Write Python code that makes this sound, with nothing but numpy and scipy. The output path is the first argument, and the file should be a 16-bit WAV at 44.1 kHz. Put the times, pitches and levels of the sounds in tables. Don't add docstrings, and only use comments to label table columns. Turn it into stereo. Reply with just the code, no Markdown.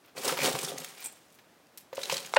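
import sys
import numpy as np
from scipy import signal
from scipy.fft import rfft, irfft, next_fast_len
from scipy.io import wavfile
from scipy.ndimage import uniform_filter1d

SR = 44100
rng = np.random.default_rng(int(sys.argv[2]) if len(sys.argv) > 2 else 0)


def boost_factor(decibels):
    exponent = np.asarray(decibels, float) / 20
    return 10 ** exponent


def pcm_store(signal):
    levels = np.round(np.clip(np.atleast_2d(signal), -1, 1) * 32767)
    wavfile.write(sys.argv[1], SR, levels.astype(np.int16).T)


N = 105310


def evened(x):
    return x / np.sqrt(np.mean(x ** 2) + 1e-20)


def read(points, hz):
    point_hz, value = np.transpose(points)
    return np.interp(np.log(hz + 1), np.log(point_hz + 1), value)


def shaped(x, points):
    hz = np.fft.rfftfreq(N, 1 / SR)
    return irfft(rfft(x) * boost_factor(read(points, hz)), N)


def add(mix, start_s, sound):
    part = mix[round(start_s * SR):][:len(sound)]
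    part += sound[:len(part)]


def resonate(x, hz, width_hz):
    q = max(hz / width_hz, .3)
    return signal.lfilter(*signal.iirpeak(min(hz, .45 * SR), q, SR), x)


def ring(modes, soft_s=0.0017):
    t = np.arange(4000) / SR
    onset = 1 - np.exp(-t / soft_s)
    return onset * sum(boost_factor(db - 60 * t / t60) * np.sin(2 * np.pi * hz * t) for hz, db, t60 in modes)


def contacts(per_s, spread_db, clump_db, clump_s):
    width = int(clump_s * SR)
    clump = evened(uniform_filter1d(uniform_filter1d(rng.standard_normal(N), width), width))
    size = boost_factor(spread_db * np.minimum(rng.exponential(1, N), 4) + clump_db * clump)
    return size * rng.choice([-1., 1.], N) * (rng.random(N) < per_s / SR)


def stir(order):
    # start_s [s], rattle_db [dB], wall_push_db [dB]
    stirring = [(0.148, -67.5, -58), (0.175, -44.5, -46), (0.222, -44, -50.5), (0.264, -35.5, -37.5),
                (0.311, -34, -43.5), (0.369, -44.5, -50), (0.454, -28.5, -31.5), (0.534, -38.5, -43.5),
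                (.65, -42, -47.5), (0.761, -50, -49.5), (.86, -48.5, -61), (.94, -54, -63.5),
                (1.05, -49, -65), (1.15, -64, -78), (1.92, -93, -79), (1.988, -51, -59), (2.132, -41, -50),
                (2.24, -52.5, -60)]
    rows = np.array(stirring)
    return boost_factor(np.interp(np.arange(N) / SR, rows[:, 0], rows[:, order], left=-90))


def hush():
    # hz [Hz], level_db [dB per Hz]
    spectrum = [(18, -59), (30, -25), (248, -9), (349, -9), (378, -13.5), (576, -11), (834, -14),
                (13700, -32.5), (16400, -30.5)]
    same = 0.48
    a, b = rng.standard_normal((2, N))
    pair = np.array([a, same * a + np.sqrt(1 - same ** 2) * b])
    return boost_factor(-60.5) * evened(shaped(pair, spectrum))


def room(x):
    # hz [Hz], t60_s [s]
    decay = [(200, 0.43), (1000, 0.47), (5000, 0.39), (15000, 0.18)]
    taps = np.zeros((3, SR // 2))
    at = np.arange(120, SR // 2 - 20, 20) + rng.integers(0, 20, (3, (SR // 2 - 121) // 20))
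    np.put_along_axis(taps, at, rng.choice([-1., 1.], at.shape), 1)
    hz, t, z = signal.stft(taps[0] + 0.6 * taps[1:], SR, nperseg=256)
    tail = signal.istft(z * boost_factor(-60 * t / read(decay, hz)[:, None]), SR, nperseg=256)[1]
    return signal.fftconvolve(x[None], tail / np.linalg.norm(tail[0]), axes=1)[:, :N]


def thumps():
    # start_s [s], level_db [dB], pitch_hz [Hz]
    flexings = [
        (0.425, -34, 163),
        (.462, -31, 287),
        (0.539, -35.5, 136),
        (0.637, -41.5, 166),
        (0.714, -45, 150),
        (.735, -40.5, 278),
        (.72, -43, 414),
        (0.8, -42.5, 165),
        (2.124, -38.5, 181),
    ]
    out = np.zeros(N)
    for start_s, level_db, pitch_hz in flexings:
        add(out, start_s, boost_factor(level_db) * ring([(pitch_hz, 3, 0.097)], soft_s=0.0046))
    return out


def walls():
    # pitch_hz [Hz], width_hz [Hz], level_db [dB]
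    panels = [(144.4, 53, -3), (189, 44, 0.5), (260.6, 18, 3), (398, 64, 6), (529, 101, 2.5), (772, 100, 2),
              (1220, 127, -7)]
    push = evened(contacts(1500, 2.85, 1.8, 0.002)) * stir(order=2)
    out = np.zeros(N)
    for k, (hz, width_hz, db) in enumerate(panels):
        out += (-1) ** k * boost_factor(db) * resonate(push, hz, width_hz)
    return boost_factor(16.5) * out


def knock(level_db, slap_db):
    # pitch_hz [Hz], level_db [dB], t60_s [s]
    hollow = [(541, 4.5, 0.045), (470, -10, 0.02), (628, -2, 0.024), (300, -15.5, 0.026),
              (163.3, -23.5, 0.049)]
    modes = [(hz * (1 + 0.053 * rng.uniform(-1.02, 1)), db, t60) for hz, db, t60 in hollow]
    slap = ring([(950, slap_db, .009)])
    return boost_factor(level_db) * (ring(modes, soft_s=0.0024) + boost_factor(15.5) * slap)


def knocks():
    # start_s [s], level_db [dB], slap_db [dB]
    blows = [(0.177, -32.5, -6), (0.247, -29.5, -9), (0.28, -27, 0), (0.325, -23.5, -7), (0.39, -27, -5),
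             (0.425, -28, -4), (0.468, -34, 3), (0.481, -22.5, -9), (0.552, -28, -5), (0.631, -39, 3),
             (0.718, -31, -26), (0.733, -46, -37), (0.819, -39.5, -5), (1.9288, -30.5, -7),
             (1.979, -24.5, -8), (2.097, -48, 23), (2.124, -21.5, -7.5)]
    out = np.zeros(N)
    for start_s, level_db, slap_db in blows:
        add(out, start_s, knock(level_db, slap_db))
    return out


def rattle():
    # hz [Hz], level_db [dB per Hz]
    spectrum = [(410, -18.5), (700, -5), (1740, -9), (2300, -8.5), (8280, -7.5), (15000, -15), (15800, -6),
                (16400, -59)]
    hits, piece = contacts(5000, 3.0, 1.9, 0.0072), rng.integers(0, 10, N)
    ticks = 0.33 * hits
    for k, hz in enumerate(np.geomspace(1300, 14000, num=10)):
        ticks += resonate(hits * (piece == k), hz, 0.29 * hz) * np.sqrt(5000 / hz)
    dry_ticks = evened(shaped(ticks, [(200, -27)] + list(spectrum)))

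    pitches_hz = np.geomspace(2100, 14800, num=28) * rng.uniform(.96, 1.04, size=28)
    few, which = contacts(1200, 1.4, 4.9, 0.022), rng.integers(0, len(pitches_hz), N)
    gain = stir(order=1)
    rung = np.zeros(N)
    for k, hz in enumerate(pitches_hz):
        rung += signal.oaconvolve(few * gain * (which == k), ring([(hz, 0, .022)]))[:N]
    return dry_ticks * gain + boost_factor(-8) * rung


def pendant():
    # pitch_hz [Hz], level_db [dB], t60_s [s]
    modes = [(840, -14, 0.023), (2380, -11.5, 0.016), (6230, -17, .015), (7430, -7, 0.019),
             (7920, -12, 0.029), (8300, -6, 0.035), (8230, -9.5, 0.034), (8680, -12, .02),
             (9100, -9, 0.018), (9800, -8.5, 0.017), (11100, -12, 0.014), (13500, -2, 0.0055),
             (14400, -5, .005)]
    # start_s [s], level_db [dB]
    swings = [(1.033, -43), (1.043, -35), (1.0463, -41), (1.0485, -36), (1.0502, -35), (1.055, -51),
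              (1.0589, -35), (1.062, -42), (1.0655, -36), (1.0688, -33), (1.0721, -39.5), (1.075, -51),
              (1.08, -51), (1.1223, -49), (1.1255, -47)]
    out = np.zeros(N)
    for start_s, level_db in swings:
        spot = [(hz * (1 + 0.021 * rng.standard_normal()), db + 5.1 * rng.standard_normal(), t60)
                for hz, db, t60 in modes]
        add(out, start_s, boost_factor(level_db) * ring(spot, soft_s=.00005))
    return out


def clack(level_db, pitch_hz, chatter_s, ring_db, first, width_hz):
    sign, chance, ratio = rng.standard_normal(2000), rng.random(2000), rng.uniform(1.2, 1.87)
    u = np.arange(2000) / SR / max(chatter_s, .0003)
    hits = sign * (chance < .3) * np.minimum(u / 0.39, 1) * np.exp(-u)
    hits[0] = first
    middle_hz = pitch_hz ** .6 * 4500 ** 0.4
    broad = resonate(resonate(hits, middle_hz, 2.06 * middle_hz), middle_hz, 2.06 * middle_hz)
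    tick = broad + boost_factor(-12.5) * np.diff(hits, prepend=0)
    overtone = resonate(hits, pitch_hz * ratio, 2 * width_hz)
    rung = resonate(hits, pitch_hz, width_hz) + boost_factor(-37.0) * overtone
    sound = tick + boost_factor(ring_db) * rung
    return boost_factor(level_db) * sound / abs(sound).max()


def clacks():
    # start_s [s], level_db [dB], pitch_hz [Hz], chatter_s [s]
    dig = [(0.0423, -49, 1320, 0.016), (0.1671, -33, 2260, 0.008), (0.179, -26.5, 4600, 0.0073),
           (0.2383, -32, 3130, 0.006), (.2463, -19, 7850, 0.0024), (0.2505, -16.5, 7960, 0.0063),
           (0.2535, -27, 6000, 0.0064), (0.2787, -15.5, 5300, 0.0072), (0.2902, -16, 1250, 0.0074),
           (0.3037, -25, 8850, 0.005), (0.4285, -22, 2500, 0.007), (0.45, -15.5, 3100, 0.0033),
           (0.4655, -32, 2200, 0.018), (0.5526, -18, 1320, 0.0015), (0.612, -24, 8400, 0.0058),
           (0.6298, -21.5, 8570, 0.0081), (0.6468, -17.5, 5500, 0.005), (0.6813, -28, 3540, 0.017),
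           (.778, -28, 2330, 0.0023), (0.7816, -21, 6540, 0.0034), (.783, -30, 15100, 0.0024),
           (0.9747, -40, 2400, 0.0058)]
    chimes = [(0.3879, -20, 2320, 0.0057), (0.4029, -18, 2370, 0.0044), (0.4168, -17, 2340, 0.0054),
              (0.8781, -33.5, 2220, 0.0031), (0.9956, -36, 2360, 0.0041), (1.0114, -36, 2410, 0.0041),
              (.06, -43.5, 12000, .003), (.287, -19.5, 8420, .003), (.441, -18, 4430, 0.0046),
              (.456, -25, 8300, 0.0035), (.664, -40, 9300, .003), (.687, -31.5, 9500, 0.0038),
              (.632, -29.5, 4080, 0.0033), (.885, -35, 8600, .002), (1.004, -31.5, 14300, .004),
              (1.018, -39, 11700, .004)]
    lift = [
        (1.303, -47, 7000, .002),
        (1.325, -43, 11000, 0.008),
        (1.3436, -41, 13000, 0.011),
        (1.356, -45, 10900, 0.0046),
        (1.3885, -37.5, 1850, 0.0076),
        (1.7752, -24, 11560, 0.0079),
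        (1.8008, -38, 12500, 0.015),
    ]
    drop = [(1.929, -34, 1700, 0.0077), (1.9495, -35.5, 6700, 0.0017), (1.955, -30.5, 8350, 0.0038),
            (1.962, -38, 5030, 0.0022), (1.9697, -29, 2730, 0.0066), (1.9914, -29, 1630, 0.0032),
            (2.0153, -26.5, 3630, 0.0048), (2.0323, -19.5, 4070, 0.0056), (2.0492, -32, 3900, 0.0063),
            (2.0564, -21, 3730, 0.0013), (2.0981, -14.5, 2700, 0.0042), (2.1124, -20, 2960, 0.0082),
            (2.1234, -17.5, 5400, 0.0078), (2.1415, -19, 3970, 0.0043), (2.1644, -32, 2310, 0.0035),
            (2.1685, -15.5, 4400, 0.0027), (2.1791, -20, 4080, 0.0038), (2.2478, -29.5, 2250, 0.0042)]
    snaps = [(.076, -44.5, 1550, 0.017), (.372, -17, 1060, 0.0072), (0.573, -36, 6000, 0.0028),
             (0.5887, -20, 2520, 0.0015), (.59, -16.5, 7500, 0.002), (0.802, -27, 8400, 0.0054),
             (0.819, -30.5, 3000, 0.0038), (0.8463, -24.5, 6300, 0.0027), (0.846, -30, 2290, 0.0051),
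             (0.846, -23, 14600, 0.0023), (0.862, -35, 14100, 0.0024), (1.6697, -46, 5050, 0.0011),
             (2.198, -29, 7060, .001), (2.204, -25, 8450, 0.0011), (2.273, -31, 1800, 0.0022),
             (2.2598, -27.5, 6500, 0.0068), (2.346, -21.5, 5900, 0.0049)]
    out = np.zeros(N)
    for rows, *kind in ((dig, 6, 2.2, 250), (chimes, 17, 3, 160), (lift, 3, 3.5, 250),
                        (drop, 6, 2.2, 500), (snaps, 5, 2.8, 400)):
        for start_s, *piece in rows:
            add(out, start_s, clack(*piece, *kind))
    return out


def slam():
    # pitch_hz [Hz], level_db [dB], t60_s [s]
    tap = [(900, -5.5, 0.0046), (1270, -12, 0.0055), (2090, -18, .014), (3720, -13, 0.0042),
           (5400, -18, 0.005), (7240, -20, 0.0045)]
    crack = [(1200, -8, 0.0045), (1790, -6, 0.006), (2580, -6.5, 0.0039), (3900, -14.5, .004),
             (5960, -26, 0.004), (8100, -29, 0.0094)]
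    table = [(567, -8, 0.054), (832, -10.5, 0.024), (965, -35, 0.058), (1487, -11.5, 0.032),
             (1935, -10, 0.016), (2210, -40, .04), (2870, -29, 0.12), (3680, -20.5, 0.02),
             (4500, -49, 0.025)]
    # start_s [s], level_db [dB]
    taps = [
        (2.338, -5),
        (2.3515, -27),
        (2.3597, -16),
        (2.3619, -7.5),
    ]
    # start_s [s], level_db [dB]
    blows = [
        (2.3657, -1.5),
        (2.3668, -7),
        (2.3689, 0),
        (2.37, -11),
        (2.3815, -26),
        (2.3855, -16),
    ]
    out = np.zeros(N)
    for start_s, level_db in taps:
        add(out, start_s, -boost_factor(level_db) * ring(tap, soft_s=.0001))
    for start_s, level_db in blows:
        add(out, start_s, -boost_factor(level_db) * ring(crack, soft_s=.0001))
    add(out, blows[1][0], ring(table, soft_s=0.0006))
    return signal.sosfilt(signal.butter(6, 430, "high", fs=SR, output="sos"), out)


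def scene():
    near = thumps() + walls() + knocks() + rattle() + pendant() + clacks() + slam()
    quadrature = signal.hilbert(near, next_fast_len(N))[:N].imag
    side = boost_factor(-18) * quadrature + resonate(near, 180, 560) * 0.065 + np.gradient(near) * 0.03
    return near + np.array([side, -side]) + boost_factor(-11) * room(near) + hush()


def roll_off(x):
    return signal.sosfilt(signal.butter(12, 15900, fs=SR, output="sos"), x)


def record(dry):
    band = signal.butter(3, [70, 17500], "band", fs=SR, output="sos")
    return roll_off(signal.sosfilt(band, dry))


dry = scene()
out = record(dry)
pcm_store(out)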